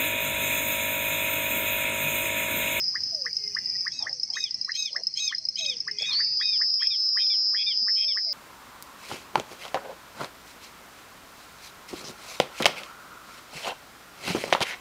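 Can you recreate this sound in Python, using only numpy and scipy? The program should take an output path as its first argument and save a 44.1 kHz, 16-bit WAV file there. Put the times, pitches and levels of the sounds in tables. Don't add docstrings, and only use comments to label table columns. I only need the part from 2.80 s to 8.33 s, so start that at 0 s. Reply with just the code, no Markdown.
import sys
import numpy as np
from scipy import signal
from scipy.fft import rfft, irfft
from scipy.io import wavfile
from scipy.ndimage import uniform_filter1d

SR = 44100
rng = np.random.default_rng(int(sys.argv[2]) if len(sys.argv) > 2 else 0)


def dump_mix(stems):
    frames = np.atleast_2d(stems).T
    limited = np.clip(frames, -1, 1)
    pcm = np.round(limited * 32767).astype(np.int16)
    wavfile.write(sys.argv[1], SR, pcm)


def volts_from_decibels(level):
    exponent = np.asarray(level, float) / 20
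    return 10 ** exponent


N = 243873

# time_s, rate_per_s
EARLY_STROKES = [(0, 188.4), (.6, 187.5), (.9, 186.3), (1.02, 185), (1.08, 183)]
LATE_STROKES = [(3.31, 202), (3.335, 212.5), (3.367, 212.5), (3.387, 220), (3.43, 217), (3.48, 216.8),
                (3.57, 219), (3.68, 217.2), (3.84, 218.2), (3.87, 214.7), (4.0, 215.5), (4.38, 215),
                (4.43, 212.4), (4.52, 213.6), (4.65, 211), (4.74, 211.7), (4.84, 208.9), (4.96, 209.9),
                (5.05, 208), (5.2, 207.3), (5.34, 208), (5.44, 204.6), (5.53, 205.1)]
# time_s, resonance_hz, level_db
EARLY_TRILL = [(0, 5124, -26), (0.151, 5034, -34.5), (.3, 5114, -28.5), (.5, 4890, -39.5),
               (.8, 5144, -38.5), (.94, 5040, -30.5), (1.067, 4930, -33.5), (1.07, 5050, -42)]
LATE_TRILL = [(3.305, 4075, -75), (3.313, 4150, -29.5), (3.364, 4460, -25.5), (3.42, 4780, -26),
              (3.652, 5010, -25.5), (3.851, 5080, -24.5), (4.059, 5112, -26), (4.2, 5100, -24),
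              (4.7, 5132, -23.5), (4.92, 5026, -27), (5.122, 5100, -23.5), (5.251, 5170, -28),
              (5.53, 5016, -28)]
# frequency_hz (before tuning), relative_level_db, t60_s
TICK_MODES = [(5090, -1, 0.032), (5360, -16, 0.043), (4250, -24.5, 0.015), (10800, -47, 0.0028),
              (15300, -49, .004)]
# pair_number, first_tick_s, gap_to_second_s
TICK_PAIRS = [(0, .2057, .0302), (1, .3105, .0375), (7, .9684, .0398), (8, 1.079, .0414), (9, 1.191, .0347),
              (15, 1.8134, .0342), (19, 2.2354, .0343), (24, 2.7573, .0346), (26, 2.968, .036),
              (29, 3.2948, .036), (30, 3.408, .038), (31, 3.523, .05), (32, 3.656, .035), (33, 3.778, .042),
              (34, 3.902, .039), (38, 4.419, .044), (40, 4.67, .044)]
# time_s, level_db
PAIR_LEVEL = [(.2, -16.5), (1.2, -17.5), (3.1, -16.5), (3.3, -20.5), (3.9, -16), (4.2, -16.5), (4.7, -35)]
# time_s, level_db
LOOSE_TICKS = [(.0402, -18.5), (.0807, -13.5), (.1524, -17.5), (4.975, -15), (5.028, -20), (5.211, -15.5),
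               (5.248, -18), (5.323, -17), (5.382, -20), (5.448, -17)]
LOW_TICKS = [(4.518, -24.5), (4.66, -27), (5.0, -32), (5.15, -21), (5.29, -20.5)]
# time_s, level_db
WHIPS = [(0.155, -26.5), (0.4623, -26.5), (0.766, -26), (1.0659, -26), (1.267, -26), (1.568, -26.5),
         (1.8912, -26.5), (2.159, -27.5), (2.5236, -27), (3.0804, -27.5), (3.402, -29.5), (3.61, -29),
         (3.8131, -29.5), (4.0205, -30.5), (4.3702, -28), (4.7447, -30), (5.0813, -29.5), (5.3706, -29)]
# time_from_whip_s, pitch_hz, relative_level_db
WHIP_COURSE = [(-.018, 920, -39), (-.008, 1140, -13.5), (-.002, 1380, -18), (.003, 1760, 2.5),
               (.007, 1970, 1), (.011, 2200, -21.5), (.015, 2250, -55.5)]
# start_s, rasp_s, hold_s, rasp_pitch_hz, held_pitch_hz (both before bending), level_db
SQUEAKS = [(1.099, 0.03, 0.073, 1176, 1288, -44.5), (1.524, 0.033, .08, 1115, 1267, -35.5),
           (1.931, 0.04, 0.077, 1079, 1275, -32), (2.35, 0.048, .068, 1096, 1272, -31),
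           (2.755, 0.031, .107, 1080, 1278, -30.5), (3.172, 0.087, .037, 1144, 1242, -28),
           (3.591, 0.034, .1, 1163, 1252, -33.5), (3.988, .115, .008, 1100, 1230, -34),
           (4.37, 0.13, .01, 1076, 1187, -32.5), (4.757, .108, .02, 1124, 1203, -27.5),
           (5.15, 0.13, .008, 1079, 1200, -32.5)]
# start_s, length_s
CATCHES = [(2.8, .012), (2.85, .009)]
# time_s, relative_level_db
BRIGHTNESS = [(1.1, -1), (2.4, 2), (3.2, -9), (4.0, -13), (4.4, -26), (5.2, -20.5)]
# time_s, pitch_hz, level_db
EXTRA_NOTE = [(4.39, 1312, -65.5), (4.405, 1240, -39), (4.44, 1210, -33), (4.46, 1130, -51),
              (4.466, 1140, -74)]
# frequency_hz, gain_db
SAC_COLOUR = [(1000, -49), (1300, -37.5), (1900, -24.5), (2200, -17), (2500, -6), (2850, -7.5), (3300, 1),
              (3850, 0), (4400, -1.5), (5800, -10.5), (6400, 0), (7000, -20), (7700, -20.5), (8900, -35.5),
              (10200, -40), (11400, -33), (12800, -40.5), (14100, -47.5), (15500, -59)]
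# start_s, lowest_partial_db, upper_partials_db
WHINES = [(-.2, -74.5, -82), (0.291, -56.5, -59), (1.209, -65.5, -64), (1.719, -79, -75),
          (2.57, -75.5, -68.5), (2.768, -57, -57.5), (5.192, -66, -62.5), (5.43, -59, -48)]
# time_from_start_s, lowest_partial_relative_db, upper_partials_relative_db
WHINE_COURSE = [(0, -33, -43), (.04, 7.5, -38.5), (.19, 1.5, -10), (.24, -25.5, -13), (.29, -11, -7.5),
                (.37, 0.5, -3), (.58, -17, -3), (.63, -36, -4.5), (.76, -51.5, -4), (.8, -45.5, -25)]
# multiple, relative_level_db
WHINE_UPPER = [(5, 0.5), (6, -4), (7, 2.5)]
# start_s, length_s, resonance_hz, width_hz, level_db
CROAKS = [(1.189, 0.079, 844, 299, -48.5), (1.23, 0.12, 664, 400, -54), (1.475, 0.091, 760, 404, -59.5),
          (2.091, 0.12, 603, 198, -56.5), (2.161, 0.072, 543, 295, -53), (3.205, 0.033, 510, 233, -45.5),
          (3.274, 0.099, 1120, 257, -50), (3.169, 0.32, 2030, 650, -49.5), (4.999, 0.058, 217, 35, -58)]
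# delay_s, relative_level_db
ECHOES = [(.0072, -11.5), (0.0106, -13), (0.0152, -14), (0.022, -24), (0.032, -30.5), (.043, -39)]
# time_s, pitch_hz, level_db
FAR_CRICKET = [(1.6, 4120, -92), (1.85, 4120, -50), (2.2, 4270, -53.5), (2.6, 4230, -51), (2.9, 4230, -62)]
# frequency_hz, relative_level_db (per Hz)
CHORUS_SPECTRUM = [(3700, -40.5), (4050, -27), (4250, -9), (4800, 1.5), (5300, 5.5), (5900, -3),
                   (6400, -10), (6700, -32), (7500, -29), (9300, -30.5), (10000, -54.5), (15500, -76)]
AIR_SPECTRUM = [(25, -31.5), (60, -3), (200, 1.5), (300, -4.5), (400, -11.5), (900, -15.5), (1400, -18.5),
                (2000, -10), (2700, -14), (3500, -15), (4000, -24)]
# time_s, chorus_db, air_db
BACKGROUND = [(0, -39.5, -56.5), (1.002, -39, -61.5), (1.6, -41.5, -63.5), (2.3, -43, -65.5),
              (3.1, -43, -61.5), (3.4, -43, -64.5), (4.002, -48, -69.5), (4.699, -46, -66),
              (5.101, -44.5, -68), (5.53, -46, -66)]


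def time_s():
    return np.arange(N) / SR


def in_time(rows, start=0):
    s, *columns = np.transpose(rows)
    span = slice(*np.clip(np.round((s[[0, -1]] + start) * SR).astype(int), 0, N))
    return span, [np.interp(time_s()[span] - start, s, c) for c in columns]


def turns(hz):
    return 2 * np.pi * np.cumsum(hz) / SR


def rms_one(x):
    return x / np.sqrt(np.mean(np.abs(x) ** 2) + 1e-20)


def drift(rate):
    every = 20
    pole = np.exp(-2 * np.pi * every * rate / SR)
    noise = rng.standard_normal(N // every + 1002)
    slow = signal.lfilter([1], [1, -2 * pole, pole * pole], noise)[1000:]
    return np.interp(np.arange(N) / every, np.arange(len(slow)), rms_one(slow))


def trill(rates, song, width_hz, skirt_db, second_db, third_db, waver_db, rough, opening, sweep=-0.55):
    out = np.zeros(N)
    span, (wing_hz, level_db) = in_time(song)
    t = time_s()[span]
    rate = np.interp(t, *np.transpose(rates))
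    width_hz = width_hz * np.clip(opening + (t - song[0][0]) / 0.13, 0, 1)
    pulses, even = 0, 0
    for k in range(12, 34):
        carrier = np.exp(1j * k * turns(rate))
        off = (k * rate - wing_hz) / width_hz
        ring = np.exp(-off ** 2 / 2 - 1j * off - 1j * sweep * off ** 2)
        ring = ring + volts_from_decibels(skirt_db - 0.81 * off ** 2) * (off < 0)
        paths = volts_from_decibels(waver_db * drift(4.9)[span])
        uneven = rough * (drift(130) + 1j * drift(120))[span]
        pulses = pulses + (paths + uneven) * ring * carrier
        steady_off = (k * rate - np.median(wing_hz)) / width_hz
        even = even + np.exp(-steady_off ** 2 / 2) * carrier
    overtones = volts_from_decibels(second_db) * rms_one(even ** 2) + volts_from_decibels(third_db) * rms_one(even ** 3)
    singing = np.clip((level_db + 60) / 20, 0, 1)
    out[span] = np.sqrt(2) * (volts_from_decibels(level_db) * rms_one(pulses) + singing * overtones).real
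    return out


def tick_pairs(second_louder_db=2.5, spread_db=2.2):
    number, first_s, gap_s = np.transpose(TICK_PAIRS)
    pair = np.arange(number[-1] + 1)
    first = np.interp(pair, number, first_s)
    s = np.transpose([first, first + np.interp(pair, number, gap_s)])
    level_db = np.interp(s, *np.transpose(PAIR_LEVEL)) + [0, second_louder_db]
    level_db = level_db + spread_db * rng.standard_normal(s.shape)
    return np.transpose([s.ravel(), level_db.ravel()])


def ticks(events, first_up, second_up, rise_hz=330):
    s, tick_db = np.transpose(events)
    out, chance_db = np.zeros(N), rng.normal(0, 0.5, (len(s), len(TICK_MODES)))
    soft_onset = signal.bessel(4, rise_hz, fs=SR, output="sos", norm="mag")
    at = np.round((s - .0012) * SR).astype(int)
    for k, (hz, mode_db, t60) in enumerate(TICK_MODES):
        strength = volts_from_decibels(tick_db + mode_db + chance_db[:, k])
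        decay = volts_from_decibels(-60 / (t60 * SR))
        for half, tuning in enumerate((first_up, second_up)):
            strikes = np.zeros(N)
            strikes[at[half::2]] = strength[half::2]
            envelope = signal.lfilter([1], [1, -decay], strikes + 1e-18)
            envelope = signal.sosfilt(soft_onset, envelope)
            out += envelope * np.sin(2 * np.pi * hz * tuning * time_s())
    return out


def whips():
    out = np.zeros(N)
    for s, whip_db in WHIPS:
        span, (hz, course_db) = in_time(WHIP_COURSE, start=s)
        out[span] += volts_from_decibels(whip_db + course_db) * np.sin(turns(hz))
    return out


def stack(hz, bright_db, flutter_db=1.7):
    at = rng.integers(0, N - len(hz), 13)
    flutter = volts_from_decibels(flutter_db * drift(31))
    partials = 0
    for k in range(1, 13):
        level = volts_from_decibels(bright_db * (k > 3)) * flutter[at[k]:][:len(hz)]
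        partials = partials + level * np.sin(k * turns(hz))
    return partials


def rasp_pulses(per_s=120, throb_depth=.6):
    cycle = turns(per_s * (1 + 0.22 * drift(54)))
    throb = (1 - throb_depth * np.cos(cycle)) * volts_from_decibels(1.0 * drift(73))
    knocks = rms_one(np.diff(np.floor(cycle / (2 * np.pi)), prepend=0.))
    upper_sac = signal.butter(4, [3520, 3850], "band", fs=SR, output="sos")
    return cycle, throb, signal.sosfilt(upper_sac, knocks)


def squeaks(climb=0.075, arch=0.016, swing=.028, sag=.02, drop=0.26):
    rasp_below_db, pause_s, fall_s, long_rasp_s = 3.5, 0.032, .062, .101
    snap_db, snaps_after_s = -2.5, 0.016
    under_hz, under_climb, under_climb_s, under_slide, under_db = 2520, .17, 0.029, 0.1, 0.5
    out, t = np.zeros(N), time_s()
    cycle, throb, snaps = rasp_pulses()
    slide = uniform_filter1d(cycle / np.pi % 2 - 1, size=60)
    caught = np.any([(t > s) & (t < s + length) for s, length in CATCHES], axis=0)
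    note_sounds = (t > EXTRA_NOTE[1][0] + .022) & (t < EXTRA_NOTE[-1][0])
    for start, rasp_s, hold_s, rasp_hz, held_hz, clear_db in SQUEAKS:
        clear, fall, end = start + np.cumsum([rasp_s, hold_s, fall_s])
        bright_db = np.interp(start, *np.transpose(BRIGHTNESS))
        pausing = (rasp_s > long_rasp_s) & (t > clear - pause_s) & (t < clear)
        silent = pausing | note_sounds
        span = slice(round(start * SR), round(end * SR))
        age, since_clear = t[span] - start, t[span] - clear
        rasping = (since_clear < 0) | caught[span]
        falling = np.clip((t[span] - fall) / (end - fall), 0, 1)

        bend = climb * np.exp(-age / .02) + arch * ((age - .055) / 0.062) ** 2
        rasp = rasp_hz * (1 - bend - swing * np.sin(cycle[span]))
        held = held_hz * (1 - sag * (since_clear / .1) ** 2 - drop * falling ** 1.5)
        pitch = uniform_filter1d(np.where(rasping, rasp, held), size=90)

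        rasp_level = volts_from_decibels(clear_db - rasp_below_db) * throb[span]
        held_level = volts_from_decibels(clear_db + 2.0 * drift(130)[span] - 20.8 * falling ** 3.8)
        level = np.where(rasping, rasp_level, held_level)
        level *= np.clip(age / 0.032, 0, 1) * np.clip((end - t[span]) / 0.0013, 0, 1)
        level = uniform_filter1d(level * ~silent[span], size=130)

        out[span] += level * stack(pitch, bright_db - 25 * falling)
        snap_rise = np.clip(age / snaps_after_s - .5, 0, 1)
        out[span] += volts_from_decibels(snap_db) * level * rasping * snap_rise * snaps[span]
        under = under_hz * (1 - under_climb * np.exp(-age / under_climb_s) + under_slide * slide[span])
        under_level = volts_from_decibels(under_db) * level * uniform_filter1d(rasping * 1., size=90)
        out[span] += under_level * np.sin(turns(under))
    span, (hz, level_db) = in_time(EXTRA_NOTE)
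    out[span] += volts_from_decibels(level_db) * stack(hz, bright_db=-10.0)
    hz, gain_db = np.transpose(SAC_COLOUR)
    return irfft(rfft(out) * volts_from_decibels(np.interp(np.fft.rfftfreq(N, 1 / SR), hz, gain_db)), N)


def whines(sac_hz=2250, sac_width_hz=420):
    start_hz, rest_hz, settle_s, sag_hz_per_s = 718, 455, .125, 100
    out, flutter = np.zeros(N), {k: volts_from_decibels(5.6 * drift(26)) for k, db in WHINE_UPPER}
    for s, low_db, high_db in WHINES:
        span, (first_db, upper_db) = in_time(WHINE_COURSE, start=s)
        age = time_s()[span] - s
        settling = np.exp(-np.abs(age / settle_s) ** (3 / 2))
        hz = rest_hz + (start_hz - rest_hz) * settling - sag_hz_per_s * age
        for k, db in WHINE_UPPER:
            multiple = round(k)
            near_sac = np.exp(-((multiple * hz - sac_hz) / sac_width_hz) ** 2 / 2)
            level = volts_from_decibels(high_db + upper_db + db) * near_sac * flutter[k][span]
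            out[span] += level * np.sin(multiple * turns(hz))
        out[span] += volts_from_decibels(low_db + first_db) * np.sin(turns(hz))
    return np.sqrt(2) * out


def croaks(per_s=110):
    out = np.zeros(N)
    pulse = 2.1 + np.sin(turns(per_s * (1 + 0.203 * drift(18.5))))
    rough = rng.standard_normal(N) * pulse
    for s, length, hz, width_hz, level_db in CROAKS:
        span = slice(round(s * SR), round((s + length) * SR))
        band = signal.butter(2, [hz - width_hz / 2, hz + width_hz / 2], "band", fs=SR, output="sos")
        voice = rms_one(signal.sosfilt(band, rough[span]))
        out[span] += volts_from_decibels(level_db) * voice * signal.windows.tukey(len(voice), .6)
    return out


def pond(x, more_db, tail_db):
    echo = np.zeros(round(.16 * SR))
    echo[0] = 1
    for lag, level_db in ECHOES:
        echo[round(lag * SR)] = volts_from_decibels(level_db + more_db)
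    t = np.arange(len(echo)) / SR
    echo += volts_from_decibels(tail_db - 60 * t / 0.22) * rng.standard_normal(len(echo)) * (t > .004)
    return signal.fftconvolve(x, echo)[:N]


def far_cricket():
    out = np.zeros(N)
    span, (hz, level_db) = in_time(FAR_CRICKET)
    level = volts_from_decibels(level_db + 2.5 * drift(32)[span])
    out[span] = np.sqrt(2) * level * np.sin(turns(hz + 13.0 * drift(4.6)[span]))
    return out


def coloured(spectrum, patchy_db, speed):
    hz, level_db = np.transpose(spectrum)
    bins = np.maximum(np.fft.rfftfreq(N, 1 / SR), 1)
    gain_db = np.interp(np.log(bins), np.log(hz), level_db, -120, -120)
    shaped = rfft(rng.standard_normal(N)) * volts_from_decibels(gain_db)
    group = np.floor(3 * np.log2(bins)) % 4
    return rms_one(sum(irfft(shaped * (group == k), N) * volts_from_decibels(patchy_db * drift(speed)) for k in range(4)))


def insect_chorus():
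    s, chorus_db, _ = np.transpose(BACKGROUND)
    return volts_from_decibels(np.interp(time_s(), s, chorus_db)) * coloured(CHORUS_SPECTRUM, patchy_db=3.0, speed=110)


def air():
    s, _, air_db = np.transpose(BACKGROUND)
    level = volts_from_decibels(np.interp(time_s(), s, air_db) + 2.8 * drift(0.57))
    return level * coloured(AIR_SPECTRUM, patchy_db=3.0, speed=3.8)


def wind(level_db=-76.5, gust_db=6):
    band = signal.butter(2, [52, 112], "band", fs=SR, output="sos")
    low = signal.sosfilt(band, rng.standard_normal(N))
    return volts_from_decibels(level_db + gust_db * (drift(1.5) + drift(17))) * rms_one(low)


def scene():
    early = trill(EARLY_STROKES, EARLY_TRILL, width_hz=182, skirt_db=-24.5, second_db=-72.5,
                  third_db=-71.5, waver_db=2.6, rough=.1, opening=0.7)
    late = trill(LATE_STROKES, LATE_TRILL, width_hz=221.4, skirt_db=-16.5, second_db=-92.5,
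                 third_db=-97.5, waver_db=1.6, rough=.09, opening=0.6)
    tickers = ticks(tick_pairs(), first_up=0.99, second_up=1.015)
    tickers += ticks(LOOSE_TICKS, first_up=0.96, second_up=1.004)
    tickers += ticks(LOW_TICKS, first_up=.92, second_up=.915)
    near = pond(tickers, more_db=-4.0, tail_db=-46.0)
    near += pond(whips(), more_db=3.0, tail_db=-53.5)
    near += pond(squeaks(), more_db=-16.5, tail_db=-40.5)
    frogs = whines() + croaks()
    background = far_cricket() + insect_chorus() + air() + wind()
    return (early + late + near + frogs + background)[None]


def roll_off(x):
    return signal.sosfilt(signal.butter(12, 15760, fs=SR, output="sos"), x)


def record(dry):
    return roll_off(dry)


dry = scene()
out = record(dry)
dump_mix(out)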